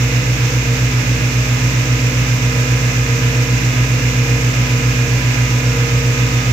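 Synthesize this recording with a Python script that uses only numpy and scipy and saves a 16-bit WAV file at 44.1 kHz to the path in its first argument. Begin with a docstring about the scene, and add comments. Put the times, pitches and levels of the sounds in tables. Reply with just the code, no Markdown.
"""A deep, regular throb rolls under the drone of a twin-engine jet boat at steady throttle, heard from the helm.
Two four-cylinder engines run at slightly different speeds: summed harmonics of their cycle rates beat together.
Noise patterns repeated once per engine cycle make the clatter; a wavering sine makes a howl that swells and fades.
Shaped noise, common to both sides for the hull and nearly unrelated for the spray, makes the rumble and the hiss."""
import sys
import numpy as np
from scipy import signal
from scipy.fft import rfft, irfft, next_fast_len
from scipy.io import wavfile

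SR = 44100
rng = np.random.default_rng(int(sys.argv[2]) if len(sys.argv) > 2 else 0)


def wrap_up_sound(samples):
    """Save the sound to the file named by the first command line argument, as 16-bit audio."""
    columns = np.atleast_2d(samples).T
    # keep every value between -1 and 1, then stretch to whole-number steps
    tamed = np.clip(columns, -1, 1)
    steps = np.round(tamed * 32767).astype(np.int16)
    wavfile.write(sys.argv[1], SR, steps)


N = 287908
TIME = np.arange(N) / SR

# nominal firing rates of the two engines (Hz); their difference is the beat rate of the throb
FAST_HZ, SLOW_HZ = 124.495, 117.074
# a moment when both nominally fire together, the crest of one throb (s)
IN_STEP_S = 0.032
# hunting of each engine: approximate spread of its firing rate (Hz), random turns per second
HUNT_HZ, HUNT_RATE = 0.179, 2.5


def undb(db):
    """Amplitude ratio: 20 dB is a factor of ten in gain."""
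    return 10 ** (np.asarray(db) / 20)


def walk(rate):
    """Band-limited random wander: `rate` random knots a second, smoothly joined, with a spread of about 1."""
    oversampling = 8
    knots = rng.standard_normal(2048)
    fine = signal.resample_poly(knots, oversampling, 1)
    # start eight knots in, clear of the filter's edge
    place = TIME * rate * oversampling + 64
    return np.interp(place, np.arange(len(fine)), fine)


def swell(peak_s, length_s):
    """Raised-cosine envelope: a smooth rise to 1 and fall back to 0."""
    position = np.clip((TIME - peak_s) / length_s, -0.5, 0.5)
    return np.cos(np.pi * position) ** 2


def colour(x, spectrum):
    """Spectral shaping: white sound of rms 1 takes on a left and a right power density in dB per Hz."""
    hz, *ears = np.transpose(spectrum)
    size = next_fast_len(N)
    log_hz = np.log(np.maximum(np.fft.rfftfreq(size, 1 / SR), 1))
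    density_db = [np.interp(log_hz, np.log(hz), db) for db in ears]
    # white sound of rms 1 spreads its power over SR / 2
    gain = undb(density_db) * np.sqrt(SR / 2)
    return irfft(rfft(x, size) * gain, size)[:, :N]


def crank(firing_hz):
    """Phase is integrated speed: count of four-stroke cycles, four firings each, with a little hunting."""
    lead = HUNT_HZ / HUNT_RATE * walk(HUNT_RATE) / 2
    firings = firing_hz * (TIME - IN_STEP_S) + lead
    return firings / 4


def drone(cycles, swells_db, whine_db, orders, firing_rough, rough, wander_rate, spread_hz):
    """Periodic combustion gives harmonics of the cycle rate; uneven combustion blurs all but the firmest."""
    out = np.zeros((2, N))
    cycle_hz = (cycles[-1] - cycles[0]) / TIME[-1]
    for order, left_db, right_db in orders:
        order = round(order)
        start, side = rng.uniform(0, 2 * np.pi), rng.choice([-1, 1])
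        # order 4 is the firing note, tied to the crank so that the two engines beat
        angle = 2 * np.pi * order * cycles
        if order != 4:
            angle = angle + start
        depth = firing_rough if order in (2, 4, 8) else rough
        # complex wander shakes both level and phase, keeping the mean power
        wander = walk(wander_rate) + 1j * walk(wander_rate)
        swing = (1 + depth * wander) / np.sqrt(1 + 2 * depth ** 2)
        swell_db = swells_db.get(order, whine_db if order > 20 else 0)
        tone = np.sqrt(2) * swing * np.exp(1j * angle) * undb(swell_db)
        # short waves bounce round the cockpit and reach the two sides out of step (radians)
        lag = side * min((order * cycle_hz / spread_hz) ** 2, 2)
        out[0] += undb(left_db) * tone.real
        out[1] += undb(right_db) * (tone * np.exp(1j * lag)).real
    return out


def howl(cycles, pan_db, waver):
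    """Resonance: a pipe sings on the engine's fourth firing harmonic, swelling over a quiet steady level."""
    # swells added to the steady amplitude; columns: peak_s, length_s, level_db (rms at the peak, before panning)
    howl_swells = [(0.108, 0.21, -31), (.71, 0.21, -32), (2.59, 0.28, -36), (3.174, 0.89, -31),
                   (4.305, 0.36, -33.5), (4.794, 0.22, -33), (5.1, .3, -29.5), (5.872, 0.58, -28.5),
                   (6.2, 0.96, -34)]
    strength = undb(-44.5)  # steady level
    for peak_s, length_s, level_db in howl_swells:
        strength = strength + undb(level_db) * swell(peak_s, length_s)
    # order 16 of the cycle, with its phase wavering by about `waver` radians
    angle = 2 * np.pi * 16 * cycles + waver * walk(6.2)
    pan = undb(np.array([[pan_db], [-pan_db]]) / 2)
    return np.sqrt(2) * strength * np.sin(angle) * pan


def rattle(cycles, change, change_rate, size=1400, count=3):
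    """Cyclic excitation: one dense pattern of ticks returns every cycle while others fade in and out."""
    place = (cycles % 1) * size
    rows = rng.standard_normal((count + 1, size))
    patterns = [np.interp(place, np.arange(size), row) for row in rows]
    shifting = sum(walk(change_rate) * pattern for pattern in patterns[1:]) / np.sqrt(count)
    return (patterns[0] + change * shifting) / np.sqrt(1 + change ** 2)


def panels(x):
    """Modal resonance: each panel adds its own narrow ring to the sound that passes through it."""
    # resonances of the hatch and cockpit panels; columns: centre_hz, width_hz, lift_db
    panel_modes = [(1647, 44, 5.5), (2115, 13, 3), (2240, 23, 5), (2445, 22, 10), (2605, 23, 5),
                   (2886, 15, 5), (3040, 14, 7.5), (3375, 26, 5.5)]
    out = x
    for hz, width_hz, lift_db in panel_modes:
        b, a = signal.iirpeak(hz, hz / width_hz, fs=SR)
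        out = out + (undb(lift_db) - 1) * signal.lfilter(b, a, x)
    return out


def clatter(engines):
    """Repeated impacts of valve gear and pump blades ring the panels; each side has its own patterns."""
    # spectrum of the clatter through the hatch, for white input and before the panels' lift
    # columns: frequency_hz, left_db_per_hz, right_db_per_hz
    clatter_spectrum = [(150, -87, -71), (504, -68.5, -68), (1020, -65.5, -66), (1520, -67.5, -64.5),
                        (1580, -64.5, -56.5), (1620, -67, -60.5), (2140, -59, -56.5), (2480, -64.5, -58),
                        (2795, -59.5, -56), (3140, -75, -69), (3580, -68.5, -64.5), (4200, -72.5, -69.5),
                        (7000, -112, -102)]
    ears = [sum(rattle(cycles, change=0.65, change_rate=13) for cycles in engines) for _ in range(2)]
    ticks = np.array(ears) / np.sqrt(2)
    return colour(panels(ticks), clatter_spectrum)


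def hull():
    """Turbulent forcing: water drums on the hull as one noise, coherent between the two sides."""
    # spectrum of water pounding the hull, before its small level wander
    # columns: frequency_hz, left_db_per_hz, right_db_per_hz
    hull_spectrum = [(20, -76, -73), (42, -69, -69), (70, -62, -52), (100, -63, -52.5), (124, -49, -50.5),
                     (142, -68, -55), (182, -54.5, -51), (215, -70, -68), (244, -56.5, -54.5),
                     (310, -61, -55), (387, -71.5, -60.5), (494, -58, -59.5), (720, -72.5, -66),
                     (1690, -110, -93)]
    drumming = rng.standard_normal(N) * undb(0.5 * walk(4.9))
    return colour(drumming, hull_spectrum)


def spray(shared, flutter_db):
    """Diffuse sound: many small splashes hiss as noise with only a `shared` part of its power common."""
    # spectrum of spray and jet wash as coloured by the microphones, before its small flutter
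    # columns: frequency_hz, left_db_per_hz, right_db_per_hz
    spray_spectrum = [(200, -66, -69), (600, -68, -65), (1200, -65.5, -63.5), (1830, -66, -61.5),
                      (2560, -61.5, -59), (3150, -67.5, -65.5), (4210, -72, -67), (5390, -70.5, -60),
                      (6620, -71, -59), (7620, -68.5, -68), (9380, -95.5, -91.5), (9040, -85, -105),
                      (12100, -77, -77), (15000, -80.5, -78)]
    separate = np.sqrt(1 - shared) * rng.standard_normal((2, N))
    common = np.sqrt(shared) * rng.standard_normal(N)
    return colour((separate + common) * undb(flutter_db * walk(30)), spray_spectrum)


def scene():
    """Superposition: the pressures of both engines, their clatter, the howl and the water add."""
    # tones of each engine; cycle_order is rounded to a whole multiple of the four-stroke cycle rate
    # columns: cycle_order, left_db, right_db (rms, before swells)
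    fast_orders = [(2, -35, -41.5), (3, -41, -35), (4, -17, -16), (5, -40.5, -32.5), (6, -38.5, -41),
                   (8, -30, -28.5), (9, -43, -49), (10, -41, -42.5), (12, -44, -63), (14, -37.5, -49.5),
                   (15, -40, -39.5), (16, -38, -38), (17, -55, -51), (18, -47, -47), (20, -46.5, -46.5),
                   (23, -67, -50.5), (26, -55.5, -46), (31, -49, -53.5), (32, -47, -43.5), (40, -45.5, -36),
                   (43, -51, -42.5), (46, -73, -54), (53, -52, -41.5), (54, -49, -45), (66, -47, -42.5),
                   (66.6, -66, -48), (77.9, -62, -37.5)]
    slow_orders = [(2, -27, -25.5), (3, -49, -45), (4, -22, -20), (6, -43, -44.5), (8, -40.5, -38),
                   (9, -58, -54), (10, -34.5, -42.5), (11, -45, -53), (12, -43, -82), (17, -53, -49),
                   (18, -59, -54), (38, -66, -53), (57, -50, -43.5), (82.7, -46.5, -46)]
    fast, slow = crank(FAST_HZ), crank(SLOW_HZ)
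    # each firing note wavers by about 0.3 dB
    fast_db, slow_db = 0.3 * walk(HUNT_RATE), 0.3 * walk(HUNT_RATE)
    # the fast engine's second firing harmonic dips once, by 8 dB
    octave_db = -8 * swell(peak_s=0.35, length_s=0.79)
    # the gear whine, orders above 20, builds up over 2.7 s and then holds
    whine_db = np.interp(TIME, [0, 2.7], [-3.5, 1.5])
    fast_swells, slow_swells = {4: fast_db, 8: octave_db}, {4: slow_db}
    engines = drone(fast, fast_swells, whine_db, fast_orders,
                    firing_rough=0.041, rough=0.26, wander_rate=8, spread_hz=910)
    engines += drone(slow, slow_swells, whine_db, slow_orders,
                     firing_rough=0.033, rough=0.25, wander_rate=8, spread_hz=1230)
    water = hull() + spray(shared=0.031, flutter_db=0.41)
    return engines + howl(slow, pan_db=-1.0, waver=0.4) + clatter([fast, slow]) + water


def record(dry):
    """Band limiting: a steep elliptic low-pass removes the treble above 15.5 kHz."""
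    low_pass = signal.ellip(10, 0.1, 80, 15500, fs=SR, output="sos")
    return signal.sosfilt(low_pass, dry)


dry = scene()
out = record(dry)
wrap_up_sound(out)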